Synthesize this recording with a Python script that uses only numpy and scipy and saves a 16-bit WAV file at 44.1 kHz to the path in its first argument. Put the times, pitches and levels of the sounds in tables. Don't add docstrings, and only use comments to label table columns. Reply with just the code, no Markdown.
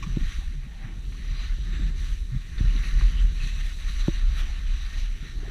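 import sys
import numpy as np
from scipy import signal
from scipy.fft import rfft, irfft, next_fast_len
from scipy.io import wavfile
from scipy.ndimage import uniform_filter1d, map_coordinates

SR = 44100
rng = np.random.default_rng(int(sys.argv[2]) if len(sys.argv) > 2 else 0)


def digitize_waveform(pressure):
    field = np.atleast_2d(pressure).T
    bounded = np.clip(field, -1, 1)
    quanta = np.round(bounded * 32767).astype(np.int16)
    wavfile.write(sys.argv[1], SR, quanta)


def voltage_ratio(level):
    return 10 ** (np.asarray(level, float) / 20)


N = 242550

# peak time in seconds, peak level in dB, build-up in seconds, beat in Hz.
GUSTS = [(0.129, -23.5, 0.061, 30.34), (0.246, -19, 0.086, 29.52), (.40, -24, 0.072, 32.45),
         (.484, -24.5, 0.056, 31.7), (0.586, -30, 0.098, 36.8), (1.073, -30.5, 0.11, 43.06),
         (1.331, -24, 0.0942, 33.8), (1.506, -23.5, 0.13, 38.1), (1.62, -29, 0.047, 41.1),
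         (1.83, -22.5, 0.18, 41.12), (1.93, -23, 0.058, 33.7), (2.014, -24, 0.083, 35),
         (2.127, -22, 0.054, 37.06), (2.236, -25, 0.066, 41.87), (2.369, -23, 0.052, 35),
         (2.674, -16, 0.099, 37.99), (2.794, -22.5, 0.12, 36.96), (2.978, -12.5, 0.049, 36.95),
         (3.057, -9, 0.044, 35), (3.241, -15, 0.088, 36.35), (3.41, -25.5, .1, 41.2),
         (3.87, -25.5, 0.062, 38.48), (4.01, -24, 0.16, 39.18), (4.17, -22, 0.16, 32.75),
         (4.276, -16, 0.064, 33), (4.402, -22, 0.14, 36.33), (4.729, -20, 0.0685, 33.74),
         (4.85, -24.5, 0.062, 32.05), (5.034, -21, 0.086, 33.4), (5.39, -28, 0.086, 33.2)]
# time in seconds, level in dB.
STREAM = [(0, -31.5), (.3, -38), (.75, -37.5), (.95, -34.5), (2.2, -35), (2.43, -39), (2.6, -29),
          (3.45, -29), (3.66, -24.5), (3.8, -34.5), (4.58, -27), (4.95, -32), (5.13, -26.5), (5.28, -37),
          (5.5, -32.5)]
BEAT_UNREST = (-28, -12), (.85, .3)
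# time in seconds, strength in dB, share of small eddies in dB.
EDDIES = [(0.0, -38, -0.5), (0.5, -52, 0), (.75, -52, 4.5), (0.96, -44, 1.5), (1.33, -44.5, 1.5),
          (1.54, -47, -3), (1.65, -38, -4.5), (1.78, -35.5, -0.5), (2.2, -47, 1), (2.55, -44.5, -1.5),
          (2.65, -36, -2), (2.76, -42.5, 1), (3.02, -39.5, -1), (3.47, -45, 2.5), (3.62, -49.5, 2),
          (4.4, -44, 1.5), (4.82, -50.5, -1), (5.5, -41, 1.5)]
# frequency in Hz, density in dB per Hz.
RUMBLE_SPECTRUM = [(14, -14), (24, -2), (34, 0), (48, -3), (62, -5), (80, -14), (110, -40)]
SWIRL_SPECTRUM = [(40, -59), (60, -10.5), (80, -7), (140, -6.5), (190, -17), (260, -49.5)]
FLUTTER_SPECTRUM = [(120, -7), (180, 2.5), (250, -2.5), (350, -7.5), (420, -11.5), (600, -25), (1000, -33)]
RUSH_SPECTRUM = [(300, 0.5), (420, -23), (560, 2), (820, -2.5), (950, 1.5), (1050, -87)]
# time in seconds, edge pressure in dB, powder thrown in dB.
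TURNS = [(0.0, -53.5, 1), (.33, -48.5, 1), (.48, -57, 1.5), (.9, -60.5, -1), (1.08, -58.5, 4),
         (1.3, -50.5, -0.5), (1.75, -49.5, -1.5), (2.08, -52.5, 3.5), (2.27, -60, 4), (2.565, -54.5, 0.5),
         (2.6, -50, 0.5), (3.0, -47, 0.5), (3.45, -49.5, 2.5), (3.8, -51.5, 3), (4.4, -46, -0.5),
         (5.0, -50, 1), (5.15, -51.5, 1), (5.5, -53, -1)]
# time in seconds, change in dB,
# half length in seconds, share that reaches the fine crystals [1].
BITES = [(0.036, 6, 0.011, 0.9), (0.64, 4.5, 0.028, 0), (0.86, 9, 0.077, 0.2), (1.126, 8, 0.0067, 0),
         (1.43, 3, 0.045, 0.9), (1.59, -8.5, 0.068, 0.2), (1.254, 0, 0.024, 0.2), (1.936, -4.5, 0.032, 1.3),
         (2.048, 2, 0.019, 0.5), (2.342, 5, 0.035, 0.33), (2.769, 2, 0.031, 0), (2.87, 3, 0.035, 1),
         (3.02, 3, 0.079, 0.59), (3.13, -2, 0.053, 1), (3.297, -4, 0.084, 1), (3.462, 3.5, 0.048, 1),
         (3.607, 4.5, 0.011, 0.7), (3.758, -5.5, 0.026, 0.08), (3.891, 5, 0.027, 0.71),
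         (4.004, 4, 0.018, 1.1), (4.244, -3, 0.039, 1.28), (4.402, 5, 0.039, 0.99), (4.563, -2.5, 0.15, .6),
         (4.993, 3, 0.048, 1.3), (5.101, -1.5, .03, 0.38), (5.222, 0.5, .03, 0.7), (5.365, -5, .04, 0),
         (5.47, -1, 0.029, 0.01)]
# frequency in Hz, density in dB per Hz.
SNOW_SPECTRUM = [(500, -62), (800, -12), (980, -20), (1100, -4), (2000, 1.5), (4300, -10), (5100, -20),
                 (7000, -24.5), (9500, -25.5), (12500, -34), (15300, -40)]
# centre in Hz, width in Hz, rise in dB.
HOUSING = [(1056, 140, 3.5), (1836, 84, 6), (2560, 240, 2), (2930, 200, 3), (3930, 520, 8.5),
           (4710, 140, 3), (5160, 170, -5.5), (5940, 1060, 14.5), (7600, 220, 3), (10200, 290, 2),
           (14000, 1500, 6.5)]
# peak time in seconds, level in dB, ring in Hz, width in Hz,
# length in seconds.
SNAPS = [(.026, -41.5, 1140, 89, 0.028), (.027, -43, 2400, 150, .008), (0.032, -38.5, 2430, 109, 0.0062),
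         (0.026, -45.5, 5870, 400, 0.016), (1.148, -46.5, 1230, 120, 0.0054),
         (2.581, -43.5, 1820, 401, 0.018), (2.582, -43, 3850, 400, 0.011), (2.835, -42, 2420, 500, 0.023),
         (3.01, -41.5, 1244, 298.5, .008), (3.4, -46, 2590, 120, 0.17), (3.877, -47, 3916, 300, 0.062),
         (4.003, -42.5, 3900, 300, 0.022)]
# peak time in seconds, level in dB, ring in Hz, width in Hz,
# length in seconds.
SHAVINGS = [(0.423, -56, 815, 101, 0.016), (0.833, -58.5, 806, 150, 0.12), (1.392, -56.5, 4750, 120, .06),
            (1.406, -50, 4050, 201, 0.073), (1.77, -51, 1790, 150, 0.09), (1.782, -66, 7600, 250, .11),
            (1.8, -50.5, 3770, 198.7, .09), (2.707, -52, 2930, 150, .035), (2.873, -62, 10500, 400, 0.056),
            (3.192, -45, 3020, 246.7, 0.032), (3.446, -49, 4077, 250, 0.029),
            (3.93, -64, 10150, 401, 0.037), (4.388, -57, 10400, 3000, .03), (4.405, -44, 3030, 900, .03),
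            (4.498, -54.5, 810, 150, 0.036), (5.463, -55.5, 710, 199.9, 0.046)]
# time in seconds, peak level in dB, pitch in Hz.
PUFFS = [(0.074, -25, 157), (0.097, -26, 123), (0.212, -34, 243), (0.234, -29, 150), (0.513, -41, 208),
         (.67, -38, 197), (.85, -29, 110), (0.873, -38, 205), (1.122, -40, 118), (1.312, -29.5, 105),
         (1.736, -42, 336), (1.772, -43, 119), (1.8, -36, 288), (2.35, -34.5, 223), (2.367, -21.5, 128),
         (2.612, -17, 83), (2.646, -20, 96), (2.68, -24, 80.8), (2.71, -34, 182), (2.756, -35.5, 242),
         (2.8, -29, 109.2), (3.208, -38, 163), (3.329, -31, 131.6), (3.442, -28.5, 116.6), (3.47, -33, 137),
         (3.579, -39, 119), (3.902, -33.5, 136), (5.019, -46, 222), (5.433, -39.5, 381.3),
         (5.482, -39.5, 394)]
# time in seconds, peak level in dB, tilt to upper modes in dB per octave.
KNOCKS = [
    (0.1726, -15, -7.5),
    (0.389, -35, -9.5),
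    (1.587, -43, 1),
    (2.609, -21, -10),
    (3.019, -39, 1),
    (4.085, -12.5, -2),
    (5.229, -33.5, -29),
]
# frequency in Hz, level in dB, 60 dB decay time in seconds.
MOUNT = [(150, 5, 0.025), (329.6, 0.5, 0.046), (570, -10.5, 0.053), (873, -15.5, 0.027), (1034, -23, .03)]
# start in seconds, length in seconds, peak level in dB,
# first pitch in Hz, last pitch in Hz.
HUMS = [
    (0.524, .16, -38.5, 159.4, 125.5),
    (1.654, 0.095, -41.5, 135, 206.5),
    (1.806, .11, -37.5, 245, 127.5),
    (2.314, .045, -28, 113.1, 135.2),
]

MEAN_PRESSURE_DB = -51


def unit(x):
    return x / np.sqrt(np.mean(x ** 2) + 1e-20)


def along(points, hz):
    f, v = np.transpose(points)
    return np.interp(np.log(hz + 1), np.log(f + 1), v)


def curves(rows):
    s, *cols = np.transpose(rows)
    return [np.interp(np.arange(N) / SR, s, c) for c in cols]


def wobble(rate):
    knots = rng.standard_normal(int(N * 60 / SR))
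    return map_coordinates(knots, [np.arange(N) * rate / SR])


def coloured(x, gain_db):
    m = next_fast_len(N + SR // 4)
    gain = voltage_ratio(gain_db(np.fft.rfftfreq(m, 1 / SR)))
    return unit(irfft(rfft(x, m) * gain, m)[:N])


def lumpy(spectrum, depth_db, rate):
    noise = rng.standard_normal(N) * voltage_ratio(depth_db * wobble(rate))
    return coloured(noise, lambda hz: along(spectrum, hz) - 100 * (hz > 2 * spectrum[-1][0]))


def tone(hz):
    return np.sqrt(2) * np.sin(2 * np.pi * np.cumsum(hz) / SR)


def gusts():
    t = np.arange(N) / SR
    drop_db, fall = 11, 0.715
    steady_hz = 35
    power = []
    for s, db, rise, _ in GUSTS:
        away = np.maximum((s - t) / rise, (t - s) / (fall * rise))
        power.append(voltage_ratio(db - drop_db * away ** 1.2) ** 2)
    power = np.array(power)
    steady = voltage_ratio(curves(STREAM)[0]) ** 2
    total = power.sum(0) + steady
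    beat_hz = (np.array(GUSTS)[:, 3] @ power + steady_hz * steady) / total
    return beat_hz, 10 * np.log10(total)


def edges():
    t = np.arange(N) / SR
    pressure_db, powder_db = curves(TURNS)
    bumps = np.array([db * np.exp(-((t - s) / half) ** 2) for s, db, half, _ in BITES])
    around_db = pressure_db - MEAN_PRESSURE_DB
    coarse_db = around_db + bumps.sum(0)
    fine_db = around_db + np.array(BITES)[:, 3] @ bumps
    return coarse_db, fine_db, powder_db


def vortex(beat_hz, buffet_db):
    loose = np.interp(buffet_db, *BEAT_UNREST)
    beat = tone(beat_hz * (1 + .08 * wobble(16))) * (1 + .55 * loose * wobble(26))
    beat = unit(beat + loose * lumpy(RUMBLE_SPECTRUM, depth_db=.6, rate=9))
    power = uniform_filter1d(uniform_filter1d(beat ** 2, size=1800), size=1800)
    strength = np.sqrt(np.abs(power) + 0.18)
    return voltage_ratio(buffet_db) * unit(np.tanh(0.16 * beat / strength ** 0.65))


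def wind():
    beat_hz, buffet_db = gusts()
    buffet = vortex(beat_hz, buffet_db)
    swirl_db, small_db = curves(EDDIES)

    calm_db, calm_flutter_db = -44, -52
    flutter_db = calm_flutter_db + 0.87 * (swirl_db - calm_db) + small_db
    rush_db = -65.5 + 0.25 * (flutter_db - calm_flutter_db) + 0.74 * edges()[0]
    gust_db = buffet_db - uniform_filter1d(buffet_db, size=SR // 2)
    stirred_db = swirl_db - 1.0 + 0.22 * gust_db

    swirl = voltage_ratio(stirred_db) * lumpy(SWIRL_SPECTRUM, depth_db=2.6, rate=9.5)
    flutter = voltage_ratio(flutter_db - 0.5) * lumpy(FLUTTER_SPECTRUM, depth_db=2.5, rate=32)
    rush = voltage_ratio(rush_db) * lumpy(RUSH_SPECTRUM, depth_db=2.2, rate=13)
    return buffet + swirl + flutter + rush


def crystals(spread_db, clump_db, patchy_db):
    size_db = spread_db * np.minimum(rng.exponential(size=N), 4)
    clump = uniform_filter1d(rng.standard_normal(N), size=90)
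    clicks = rng.standard_normal(N) * voltage_ratio(size_db + clump_db * unit(clump))
    z = signal.stft(clicks, nperseg=256)[2]
    field = uniform_filter1d(rng.standard_normal(z.shape), size=4, axis=0)
    field = uniform_filter1d(field, size=20, axis=1)
    return signal.istft(z * voltage_ratio(patchy_db * unit(field)), nperseg=256)[1][:N]


def snow_colour(hz):
    rises = sum(db / (1 + (2 * (hz - centre) / width) ** 2) for centre, width, db in HOUSING)
    return along(SNOW_SPECTRUM, hz) + rises


def skis():
    coarse_db, fine_db, powder_db = edges()
    scrape_db = MEAN_PRESSURE_DB + coarse_db
    hiss_db = -53.5 + fine_db + powder_db
    spray_db = -65.5 + 0.91 * fine_db + 1.9 * powder_db
    push = voltage_ratio(0.69 * wobble(6) + 0.55 * wobble(35))
    snow = crystals(spread_db=2.5, clump_db=0.9, patchy_db=1.5)

    def over(hz, edge_hz):
        return 1 / (1 + (edge_hz / (hz + 1)) ** 12)

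    def part(share):
        return coloured(snow, lambda hz: snow_colour(hz) + 20 * np.log10(share(hz) + 1e-6))

    scrape = voltage_ratio(scrape_db) * part(lambda hz: 1 - over(hz, 2913))
    hiss = voltage_ratio(hiss_db) * part(lambda hz: over(hz, 2970) - over(hz, 6780))
    spray = voltage_ratio(spray_db) * part(lambda hz: over(hz, 6450))
    return push * (scrape + hiss + spray)


def crusts():
    out, t = np.zeros(N), np.arange(N) / SR
    rows = [(*row, 0.021) for row in SNAPS] + [(*row, 1) for row in SHAVINGS]
    for s, db, ring_hz, width_hz, life, rise in rows:
        noise = rng.standard_normal(N)
        ring = coloured(noise, lambda hz: -20 * np.log10(1 + ((hz - ring_hz) / width_hz) ** 2))
        swell = np.exp(-np.maximum((s - t) / (rise * life), (t - s) / life))
        out += voltage_ratio(db) * swell * ring
    return out


def puffs():
    out, t = np.zeros(N), np.arange(N) / SR
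    for s, db, hz in PUFFS:
        length = 0.0075 / (hz / 100) ** 0.36
        phase = rng.uniform(0, 2 * np.pi)
        swing = np.cos(2 * np.pi * hz * (t - s) + phase)
        out += voltage_ratio(db) * np.exp(-((t - s) / length) ** 2) * swing
    return out


def knocks():
    out, t = np.zeros(N + SR), np.arange(-SR // 100, SR // 8) / SR
    lowest_hz = MOUNT[0][0]
    for s, db, sharp_db in KNOCKS:
        begin = round(s * SR) - SR // 100
        for k, (hz, level, t60) in enumerate(MOUNT):
            u, rise = (t, .0035) if k < 2 else (t + 0.00409, .0008)
            gain = voltage_ratio(db - 4 + level + sharp_db * np.log2(hz / lowest_hz))
            fade = np.where(u < 0, np.exp(-(u / rise) ** 4), voltage_ratio(-60 * u / t60))
            out[begin:][:len(t)] += gain * fade * np.cos(2 * np.pi * hz * u)
    return out[:N]


def hums():
    out, t = np.zeros(N), np.arange(N) / SR
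    for s, length, db, first_hz, last_hz in HUMS:
        u = np.clip((t - s) / length, 0, 1)
        hz = last_hz + (first_hz - last_hz) * np.exp(-2.35 * u)
        edge_db = 8 * (2 * u - 1) ** 4
        level = np.abs(np.sin(np.pi * u)) ** .5 * voltage_ratio(db - edge_db)
        unrest = wobble(40)
        stumble = 1 + .28 * np.roll(unrest, SR)
        out += level * stumble * tone(hz * (1 + .025 * unrest))
    return out


def scene():
    hiss_points = [(3000, -2), (9000, -5.5), (15000, -15)]  # Hz, dB
    own = voltage_ratio(-66.5) * coloured(rng.standard_normal(N), lambda hz: along(hiss_points, hz))
    return (wind() + skis() + crusts_at_own_strength() + puffs() + knocks() + hums() + own)[None]


def crusts_at_own_strength():
    return crusts()


def band_limit(x):
    return signal.sosfilt(signal.butter(12, 15340, fs=SR, output="sos"), x)


def record(dry):
    kept = irfft(rfft(dry) * (np.fft.rfftfreq(N, 1 / SR) < 15200), N)
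    return band_limit(kept)


dry = scene()
out = record(dry)
digitize_waveform(out)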